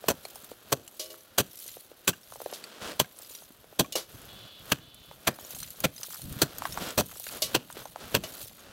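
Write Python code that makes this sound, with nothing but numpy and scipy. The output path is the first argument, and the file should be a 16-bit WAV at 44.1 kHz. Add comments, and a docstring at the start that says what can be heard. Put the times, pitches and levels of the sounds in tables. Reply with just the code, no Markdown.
"""Chiselling a hole in pond ice

A pond in still winter air, heard from close by: a long steel chisel strikes about three times in two
seconds. Each blow is filtered fracture clicks that crack, crush on in lurches and stop with a thump.
Showers of grains are the chips, falling chirps the lumps on the ice sheet, short modes the clinking shards,
longer modes a tin box. Gated noise is boots on snow; a small bird, far off, calls twice in close harmonics.
"""
import sys
import numpy as np
from scipy import signal
from scipy.fft import rfft, irfft
from scipy.io import wavfile
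from scipy.ndimage import uniform_filter1d

SR = 44100
rng = np.random.default_rng(int(sys.argv[2]) if len(sys.argv) > 2 else 0)


def transcribe(signal):
    """Save signal, clipped to [-1, 1], as a 16-bit WAV file at the path in sys.argv[1]."""
    frames = np.atleast_2d(signal).T
    limited = np.clip(frames, -1, 1)
    pcm = np.round(limited * 32767).astype(np.int16)
    wavfile.write(sys.argv[1], SR, pcm)


N = 384552  # samples, about 8.7 s


def amp(db):
    """Decibels to gain."""
    return 10 ** (np.asarray(db) / 20)


def unit(x):
    """Scales to rms 1."""
    return x / np.sqrt(np.mean(x ** 2) + 1e-20)


def seconds(length):
    """A time axis in s."""
    return np.arange(int(length * SR)) / SR


def add(mix, s, sound):
    """Mixes a sound in at a time, cutting what runs past the end."""
    part = mix[max(round(s * SR), 0):][:len(sound)]
    part += sound[:len(part)]


def tone(points, hz):
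    """Gain of a colour at given frequencies, interpolated over log frequency."""
    f, db = np.transpose(points)
    return amp(np.interp(np.log(hz + 1), np.log(f), db))


def colour(x, gain):
    """Filters by a gain that is a function of frequency."""
    return irfft(rfft(x) * gain(np.fft.rfftfreq(len(x), 1 / SR)), len(x))


def band(x, lo, hi, order=3):
    """Causal band-pass."""
    sos = signal.butter(order, [lo, min(hi, SR / 2 - 1)], "band", fs=SR, output="sos")
    return signal.sosfilt(sos, x)


def level(curve):
    """Gain along a level curve."""
    s, db = np.transpose(curve)
    return amp(np.interp(np.arange(N) / SR, s, db))


def grains(size, per_s, spread_db):
    """Random clicks of either sign: many small, a few large."""
    height = amp(spread_db * np.minimum(rng.exponential(1, size), 4))
    sign = rng.choice([-1, 1], size)
    return height * sign * (rng.random(size) < per_s / SR)


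def clumps(per_s, spread_db):
    """A random gain that gathers grains into bursts."""
    drift = colour(rng.standard_normal(N), lambda f: np.exp(-(f / per_s) ** 2))
    return unit(amp(spread_db * np.clip(unit(drift), -2, 2)))


def together(levels):
    """Joint gain of unrelated sounds: their powers add."""
    return np.sqrt(sum(gain ** 2 for gain in levels))


def resonances(hz, modes):
    """Gain of a flat path with broad peaks (f/Hz, width/Hz, level/dB) added to it by power."""
    peaks = sum(amp(db) ** 2 / (1 + (2 * (hz - f) / width) ** 2) ** 2 for f, width, db in modes)
    return np.sqrt(1 + peaks)


def wash(points, side_db):
    """Coloured noise whose side signal sets the stereo width."""
    mid, side = (unit(colour(rng.standard_normal(N), lambda f: tone(points, f))) for _ in range(2))
    return mid + amp(side_db) * np.array([side, -side])


# the downswing: time constant of its swell; hiss and low rumble against the level that drives its rustle
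SWING_S, SWING_HISS_DB, SWING_RUMBLE_DB = 0.084, 1, -5


def swings():
    """Clothes rustle louder as the chisel speeds down, and stop with the blow."""
    t = np.arange(N) / SR
    return together((t < s) * amp(db) * np.exp(-abs(t - s) / SWING_S)
                    for s, *_, db, flight, shower_db in BLOWS)


# how far under its peak a shower starts, how fast it thins out, and the trickle that never stops
SHOWER_RISE_DB, SHOWER_FALL_DB_PER_S, TRICKLE_DB = 19.5, 77, -69


def showers():
    """Chips thrown up by each blow land ever thicker until their flight time is up, then thin out."""
    t = np.arange(N) / SR
    gains = []
    for s, *_, flight, db in BLOWS:
        early = np.clip(1 - (t - s) / flight, 0, 1)
        late = np.maximum(t - s - flight, 0)
        gains.append((t > s) * amp(db - SHOWER_RISE_DB * early ** 2 - SHOWER_FALL_DB_PER_S * late))
    return together(gains)


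# colour of the ice dust on the snow: (f/Hz, level/dB per Hz)
DUST_COLOUR = [(300, -32), (1200, -32), (2200, -9), (3200, 0.5), (4300, 2), (5200, -8), (6200, -3),
               (8500, -3.5), (10500, 1), (12200, 5), (14000, 2), (16000, -1)]


def scattered_hits(per_s, spread_db, hit):
    """One short sound repeated at random times and strengths."""
    return signal.oaconvolve(grains(N, per_s, spread_db), hit)[:N]


def spray(swing, gain_db=1.5, clink_db=-2, crumb_db=-11, count=40):
    """Dust patters on snow in bursts, splinters ping, crumbs tap the sheet; the downswing hisses like dust."""
    dust = colour(grains(N, per_s=3500, spread_db=3.5), lambda f: tone(DUST_COLOUR, f))
    dust = dust * clumps(per_s=66, spread_db=3.0)
    pings = [unit(clink(hz, t60=.024)) for hz in np.linspace(5000, 14500, count)]
    splinters = sum(scattered_hits(4.8, 4.5, ping) for ping in pings)
    crumbs = sum(scattered_hits(5, 0.5, unit(lump(0, hz))) for hz in (490, 700, 1240, 2800, 4000))

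    shower = together([showers(), amp(TRICKLE_DB)])
    coarse = (shower / np.sqrt(np.mean(shower ** 2))) ** 0.37  # heavy showers carry more splinters
    patter = unit(dust) + amp(clink_db) * coarse * unit(splinters) + amp(crumb_db) * unit(crumbs)
    hiss = amp(SWING_HISS_DB) * swing * unit(dust)
    return amp(gain_db) * shower * unit(patter) + hiss


# boots shifting on the snow: (t/s, length/s, crunch level/dB, rumble level/dB), levels before each gain_db
STEPS = [(.15, 0.38, -62, -72), (2.498, 0.31, -54.5, -81), (2.825, 0.091, -43, -57), (3.18, 0.25, -67, -85),
         (4.094, 0.393, -58.5, -59), (5.02, 0.13, -67, -63), (5.404, 0.16, -60, -75),
         (5.556, 0.066, -76, -54), (6.241, 0.11, -72, -38.5), (6.446, 0.27, -53.5, -54),
         (6.749, 0.071, -50, -45), (6.814, 0.095, -43, -57), (7.321, 0.052, -48, -54),
         (7.763, 0.05, -50, -71), (8.005, 0.061, -50.5, -63), (8.233, 0.18, -55.5, -62),
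         (8.593, 0.18, -57, -69)]
STEP_ATTACK_S, STEP_RELEASE_S = 0.024, 0.024  # attack ramp, release time constant
STANDING_DB = -66  # faint creak between the steps, before gain_db


def press(s, length):
    """A boot loads the snow, holds and lets go."""
    t = np.arange(N) / SR - s
    load = np.clip(1 + t / STEP_ATTACK_S, 0, 1)  # fully loaded at t = 0
    return load * np.exp(-np.maximum(t - length, 0) / STEP_RELEASE_S)


# colour of the crunching snow: (f/Hz, level/dB per Hz)
SNOW_COLOUR = [(60, -24), (200, -2), (400, -1), (600, 1.5), (900, -6.5), (1400, -2.5), (2100, -10),
               (3200, -6.5), (5500, -12.5), (15000, -23)]


def boots(swing, gain_db=4.5):
    """Cold snow breaks grain by grain under the soles; the downswing rustles in the same range."""
    crunch = colour(grains(N, per_s=2200, spread_db=1.5), lambda f: tone(SNOW_COLOUR, f))
    steps = together(amp(db) * press(s, length) for s, length, db, _ in STEPS)
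    return amp(gain_db) * together([steps, swing, amp(STANDING_DB)]) * unit(crunch)


# faint low rumble behind everything: (t/s, level/dB before gain_db)
RUMBLE_LEVEL = [(0, -71), (3.7, -70.5), (4.1, -65), (8.7, -60)]
# its colour: (f/Hz, level/dB per Hz)
RUMBLE_COLOUR = [(15, -30), (40, 0), (75, 1), (120, 5), (200, -2.5), (300, -6.5), (500, -30), (1500, -53)]


def rumble(swing, gain_db=1.5):
    """Packed snow rumbles dully under each step and swing, over a faint continuous rumble."""
    steps = together(amp(db) * press(s, length) for s, length, _, db in STEPS)
    weight = together([steps, amp(SWING_RUMBLE_DB) * swing, level(RUMBLE_LEVEL)])
    return amp(gain_db) * weight * clumps(per_s=30, spread_db=5) * wash(RUMBLE_COLOUR, side_db=-11)


# colour of the still air: (f/Hz, level/dB per Hz, relative)
AIR_COLOUR = [(20, -10), (200, 24), (600, 22.5), (1100, 16), (3100, -74), (8700, -44), (15000, 1)]


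def air():
    """A steady, wide and very faint noise bed."""
    return amp(-74.5) * wash(AIR_COLOUR, side_db=-4)


# larger lumps landing on the ice sheet: (t/s, level/dB, knock f/Hz)
LUMPS = [(0.04, -28.5, 520), (0.252, -33, 620), (0.358, -38, 653), (0.432, -44, 198), (.515, -30.5, 397),
         (1.768, -37.5, 517), (1.915, -36, 514), (2.322, -32, 765), (2.357, -33.5, 620), (2.402, -31, 623),
         (2.416, -31.5, 507), (2.46, -23.5, 480), (2.526, -26, 564), (3.197, -44, 650), (3.421, -42, 600),
         (3.504, -43, 242), (3.642, -43, 570), (3.726, -40.5, 537), (5.112, -35.5, 724), (5.387, -36, 830),
         (6.6202, -21.5, 900), (6.6531, -17.5, 1060), (6.774, -19.5, 940), (7.114, -36, 1500),
         (7.267, -34, 1830), (7.701, -32, 1080), (7.768, -31.5, 463), (7.855, -29.5, 650),
         (7.959, -27, 720)]


def lump(db, hz, sweep=0.0023, octaves=0.51, tick_db=-19, crumble_db=-14, crumble_decay=0.01):
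    """Bending waves run faster at high pitch, so a knock is a short falling chirp; then the lump crumbles."""
    t = seconds(.06)
    f = np.fft.rfftfreq(len(t), 1 / SR) + 1
    peak = np.exp(-(np.log2(f / hz) / octaves) ** 2 / 2)
    skirt = 0.21 / (1 + (f / (4 * hz)) ** 2) * f / (f + hz)
    shape = peak + skirt
    dispersion = np.exp(-4j * np.pi * sweep * np.sqrt(f * 600))  # delays 600 Hz by sweep seconds
    knock = irfft(shape * dispersion, len(t))
    crumbs = unit(irfft(shape * rfft(grains(len(t), per_s=1700, spread_db=3.5)), len(t)))
    crumble = crumbs * np.exp(-t / crumble_decay) * (1 - np.exp(-t / 0.00031))
    tick = band(rng.standard_normal(len(t)), 970, 10 * hz + 2000, order=1) * np.exp(-t / 0.0076)
    return amp(db) * (knock / abs(knock).max() + amp(crumble_db) * crumble + amp(tick_db) * tick)


def thump(t, hz, decay, kick):
    """The halted blade kicks the ice sheet, which swings on and quickly dies down."""
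    after = np.maximum(t, 0)
    return np.exp(-(t / kick) ** 2) - 0.6 * np.sin(2 * np.pi * hz * after) * np.exp(-after / decay)


# one row a blow: (t/s, blade travel/s, graze before the crack/dB, crushing against the first crack/dB,
#   stopping thump/dB, thud, knock, crunch, snap and fizz band levels/dB before the bass trim,
#   three resonances of the slab that breaks off f/Hz, downswing level/dB before the layers' gains,
#   flight time of the chips/s, shower level/dB before gain_db)
BLOWS = [(.0826, 0.03, -35, -11, -34, -33, -28, -32.5, -33, -29, 640, 950, 6170, -54, 0.33, -50),
         (0.723, .014, -14, -23, -23, -35.5, -30, -33.5, -33.9, -29.5, 400, 1120, 6350, -56, 0.4, -51.5),
         (1.3799, 0.027, -25, -10.5, -18, -32.5, -30, -32.5, -29.5, -26, 346, 1560, 2900, -63, 0.35, -47.5),
         (2.0767, 0.018, -16, -8.5, -26.5, -33, -36, -33, -29.2, -26.5, 557, 1510, 7600, -62, 0.41, -50.5),
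         (2.9961, .019, -12, -12.5, -21, -37, -32, -32.5, -28.5, -28, 600, 1000, 6070, -57, 0.39, -48.5),
         (3.792, .015, -21, -7, -17.5, -29, -28.5, -35.5, -29.5, -28.5, 284, 1080, 3320, -62, 0.49, -55),
         (4.717, .013, -23, -18, -22.5, -32, -37.5, -31.5, -29, -31, 720, 1660, 2920, -49.5, 0.38, -62.5),
         (5.27, 0.018, -29, -12.5, -20, -36.5, -32.5, -30.5, -31, -30.5, 790, 1780, 2370, -56, 0.36, -44),
         (5.8399, .0165, -8, -8.5, -14.5, -32.5, -31, -34, -31, -33, 543, 2120, 2430, -54.5, .31, -44.5),
         (6.4165, 0.017, -25, -11.5, -17, -34, -29, -33.5, -29, -27, 302, 1490, 4320, -47, 0.42, -45),
         (6.976, 0.031, -31, -9, -28, -28.5, -28, -33.5, -31.5, -28.5, 550, 950, 5970, -62, 0.35, -43),
         (7.5466, 0.02, -14, -18, -23.5, -35, -30, -33, -28.5, -32, 322, 940, 2840, -47, 0.3, -51),
         (8.1465, 0.023, -8, -14, -29, -30.5, -30.5, -33, -28.5, -31.5, 413, 1020, 2770, -47.5, 0.28, -45)]
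# borders of the five bands, thud to fizz: (f/Hz)
BLOW_EDGES_HZ = [60, 300, 900, 2200, 5000, 16500]
# resonances of the blade in the ice: (f/Hz, width/Hz, level/dB against the plain crushing noise)
BLADE = [(626, 510, 10.5), (1130, 82, 4), (1450, 790, 8), (2560, 130, 7.5), (3160, 580, 4),
         (3800, 500, -19), (5880, 680, 12), (6440, 630, 8), (7530, 920, 6), (8500, 150, 1),
         (10100, 240, -4), (10350, 210, 6), (11990, 190, 16.5), (12800, 240, -2), (13300, 440, 11.5),
         (15500, 460, 10.5)]
# colour of the crushing ice: (f/Hz, level/dB per Hz)
ICE_COLOUR = [(20, -23), (60, -6), (130, 1), (300, -2.5), (600, -6), (850, -13), (2100, -16.5), (4200, -12),
              (5000, -15.5), (9000, -9), (16000, -16)]


def blow(row, rise=0.0033, crack=0.004, release=0.0045, tail_db=-29, tail_t60=0.38, bass_hold_db=6,
         bass_release=0.0084, bass_lag=0.0015, slab_db=9, slab_width=7, lurch_db=3.0):
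    """The edge cracks the surface, grinds on in lurches until the ice stops it, and loose crumbs settle."""
    s, travel, graze_db, crush_db, stop_db = row[:5]
    band_db, slab_hz = row[5:10], row[10:13]
    t = seconds(.25) - .012  # starts 12 ms early to hold the graze
    slab = [(hz, slab_width * np.sqrt(hz), slab_db) for hz in slab_hz]
    lurch = amp(lurch_db * unit(uniform_filter1d(rng.standard_normal(len(t)), size=70)))
    fractures = grains(len(t), per_s=16000, spread_db=1.5) * lurch
    noise = colour(fractures, lambda f: tone(ICE_COLOUR, f) * resonances(f, BLADE + slab))
    # the edge parts loose snow just before it lands
    graze = amp(graze_db) * np.exp(-((t + 0.00074) / 0.0021) ** 2)
    out = np.zeros(len(t))
    for k, db in enumerate(band_db):
        # the sheet keeps flexing under the blade, so low notes start later and hold on longer
        bass = 1 / (1 + k) ** 2
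        age = t - bass_lag * bass ** 0.16
        onset = 1 / (1 + np.exp(-(age - .0007) / (rise / 4))) + graze
        hold = min(amp(crush_db + bass * bass_hold_db), 1)
        push = hold + (1 - hold) * np.exp(-np.maximum(age - .0042, 0) / crack)
        stop = np.exp(-np.maximum(t - travel, 0) / (release + bass * bass_release))
        tail = amp(tail_db + 12 * bass - 60 * np.maximum(t, 0) / tail_t60)
        part = band(noise, BLOW_EDGES_HZ[k], BLOW_EDGES_HZ[k + 1], order=5) * onset * (push * stop + tail)
        rms = np.sqrt(np.sum(part ** 2) / (SR / 20))  # whole energy spread over 50 ms
        out += amp(db - 1.9 * bass) * part / rms
    halt = amp(stop_db) * thump(t - travel, hz=135.0, decay=0.0078, kick=0.00061)
    return s + t[0], out + halt


# the loudest shards clinking down: (t/s, level/dB, f/Hz)
SHARDS = [(0.252, -24, 4300), (0.357, -26.5, 9100), (.878, -26.5, 7500), (2.131, -33, 2770),
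          (2.135, -31.5, 1550), (2.64, -24, 4520), (3.045, -33, 1610), (3.188, -26.5, 10800),
          (3.846, -29.5, 1113), (4.945, -32, 11200), (5.603, -23, 9000), (5.63, -20.5, 6100),
          (5.705, -22.5, 11400), (5.804, -17.5, 11700), (6.032, -18, 6050), (6.144, -20, 11900),
          (6.218, -23, 9500), (6.326, -25, 8600), (6.584, -17.5, 11850), (7.241, -27, 6500),
          (7.267, -27, 2770), (7.289, -24, 4560), (7.726, -27.5, 8030)]


def clink(hz, t60):
    """A splinter of ice: a tick and three unrelated short modes; bigger, lower pieces ring longer."""
    t = seconds(.06)
    modes = hz * np.array([1, rng.uniform(0.362, .9), rng.uniform(1.2, 2.2)])
    ring = sum(g * np.sin(2 * np.pi * f * t) for f, g in zip(modes, (1, .5, .5)))
    decay = amp(-60 * t / t60 * np.sqrt(hz / 8000))  # t60 holds at 8 kHz
    tick = unit(band(rng.standard_normal(len(t)), hz / 3, hz * 2, order=1)) * np.exp(-t / 0.0061)
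    return 0.36 * ring * decay + 0.14 * tick


# slush and chips on the tin box: (t/s, splash level/dB, splash t60/s, ring level/dB, ring length factor,
#   f the hit excites most/Hz)
BOX_HITS = [(0.995, -32, 0.19, -39.5, 1.45, 500), (1.101, -45, 0.15, -46.5, 1.1, 300),
            (2.535, -36, 0.15, -50, .4, 5000), (3.923, -29.5, 0.061, -40, 1.1, 4000),
            (3.9543, -25.5, 0.18, -22.5, 0.38, 410), (7.4202, -22.5, 0.16, -32.5, 0.76, 990),
            (8.237, -37, 0.11, -31.5, 0.35, 990)]
# modes of the box: (f/Hz, level/dB, t60/s before the length factor)
BOX_MODES = [(341, -8.5, 0.52), (349, -2, 0.33), (420, -3.5, 0.34), (522, -2.5, 0.45), (548, -2.5, 0.2),
             (622, 8.5, 0.15), (634, -0.5, 0.35), (1124, -7, 0.47), (1980, -10, 0.49), (2300, -5.5, 0.47),
             (2850, 9.5, 0.15), (2960, 7, 0.33), (3550, -2, 0.27), (4200, 5, .18), (5500, -2, 0.3),
             (5000, -22, 0.33), (6500, 7, .22), (7400, 0, .2)]
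# colour of chips rattling on the tin: (f/Hz, level/dB per Hz)
TIN_COLOUR = [(100, -37), (250, -5), (550, -4), (850, -35), (2000, -8), (3200, 6), (4300, 8.5), (6200, 5.5),
              (8500, 0.5), (12000, 2.5), (15500, -6)]


def box_hit(splash_db, splash_t60, ring_db, length, strike_hz, reach_octaves=1.73, shudder=0.23):
    """Chips rattle on thin metal and set its modes going; heavy lumps favour the low ones."""
    t = seconds(0.53)
    rattle = unit(colour(grains(len(t), per_s=12000, spread_db=1.5), lambda f: tone(TIN_COLOUR, f)))
    hz, db, t60 = np.transpose(BOX_MODES)[:, :, None]
    gain = amp(db) / (1 + (np.log2(hz / strike_hz) / reach_octaves) ** 2)
    swing = np.sin(2 * np.pi * (hz * t + rng.random(hz.shape)))
    ring = (gain * swing * amp(-60 * t / (t60 * length))).sum(0)
    ring = ring / np.sqrt(np.sum(gain ** 2) / 2)  # starts near rms 1
    dent = unit(band(rng.standard_normal(len(t)), strike_hz * 0.6, strike_hz * 3.4, order=1))
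    dent = dent * np.exp(-t / 0.032)
    sound = rattle * amp(splash_db - 60 * t / splash_t60) + amp(ring_db) * (ring + shudder * dent)
    return sound * (1 - np.exp(-t / 0.00042))


# calls of the far-off bird: (t/s, length/s, level/dB, f at the top of the arch/Hz)
BIRD_CALLS = [(4.272, 0.365, -52.5, 431), (4.795, 0.36, -57.5, 436)]
# share of the pitch it sags at both ends, fade at each end in s, share of the pitch it wavers by
BIRD_ARCH, BIRD_FADE_S, BIRD_WAVER = 0.0244, 0.021, 0.0081


def bird(s, length, db, hz, throat_hz=3350, throat_width=330, rasp=0.0081, hoarse=0.96):
    """A nasal, wavering note: close harmonics through one narrow throat resonance, with husky noise."""
    t = seconds(length)
    waver = unit(uniform_filter1d(rng.standard_normal(len(t)), size=2000))
    arch = 1 - BIRD_ARCH * (2 * t / length - 1) ** 2 + BIRD_WAVER * waver
    roughness = unit(uniform_filter1d(rng.standard_normal(len(t)), size=60))
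    pitch = hz * arch * (1 + rasp * roughness)
    turns = np.cumsum(pitch) / SR
    note = sum(np.sin(2 * np.pi * k * turns) / (1 + ((k * pitch - throat_hz) / throat_width) ** 2)
               for k in range(5, 13))
    husk = unit(band(rng.standard_normal(len(t)), 2700, 4440))
    fade = np.minimum(np.minimum(t, length - t) / BIRD_FADE_S, 1)
    return s, amp(db) * fade * unit(unit(note) + hoarse * husk)


def scene():
    """All the work happens straight ahead of the microphone; open snow gives no echo."""
    swing = swings()
    front = spray(swing) + boots(swing)
    for s, db, hz in LUMPS:
        add(front, s, lump(db, hz))
    for row in BLOWS:
        add(front, *blow(row))
    for s, db, hz in SHARDS:
        add(front, s, amp(db) * clink(hz, t60=0.018))
    for s, *hit in BOX_HITS:
        add(front, s, box_hit(*hit))
    for call in BIRD_CALLS:
        add(front, *bird(*call))
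    return front + rumble(swing) + air()


EDGE_HZ = 15900  # upper band limit


def record(dry):
    """A very faint side signal, a quarter turn plus a short random smear, slightly widens; then the band limit."""
    mid = dry.mean(0)
    smear = rng.standard_normal(300) * np.exp(-np.arange(300) / 90)  # about 7 ms, dying away
    smeared = signal.oaconvolve(mid, smear / np.linalg.norm(smear))[:N]
    quarter_turn = signal.hilbert(mid).imag  # every frequency shifted by 90 degrees
    side = amp(-35.5) * (quarter_turn + smeared)
    low_pass = signal.firwin(401, EDGE_HZ, window=("kaiser", 8), fs=SR)
    return signal.oaconvolve(dry + np.array([side, -side]), low_pass[None], "same")


dry = scene()
out = record(dry)
transcribe(out)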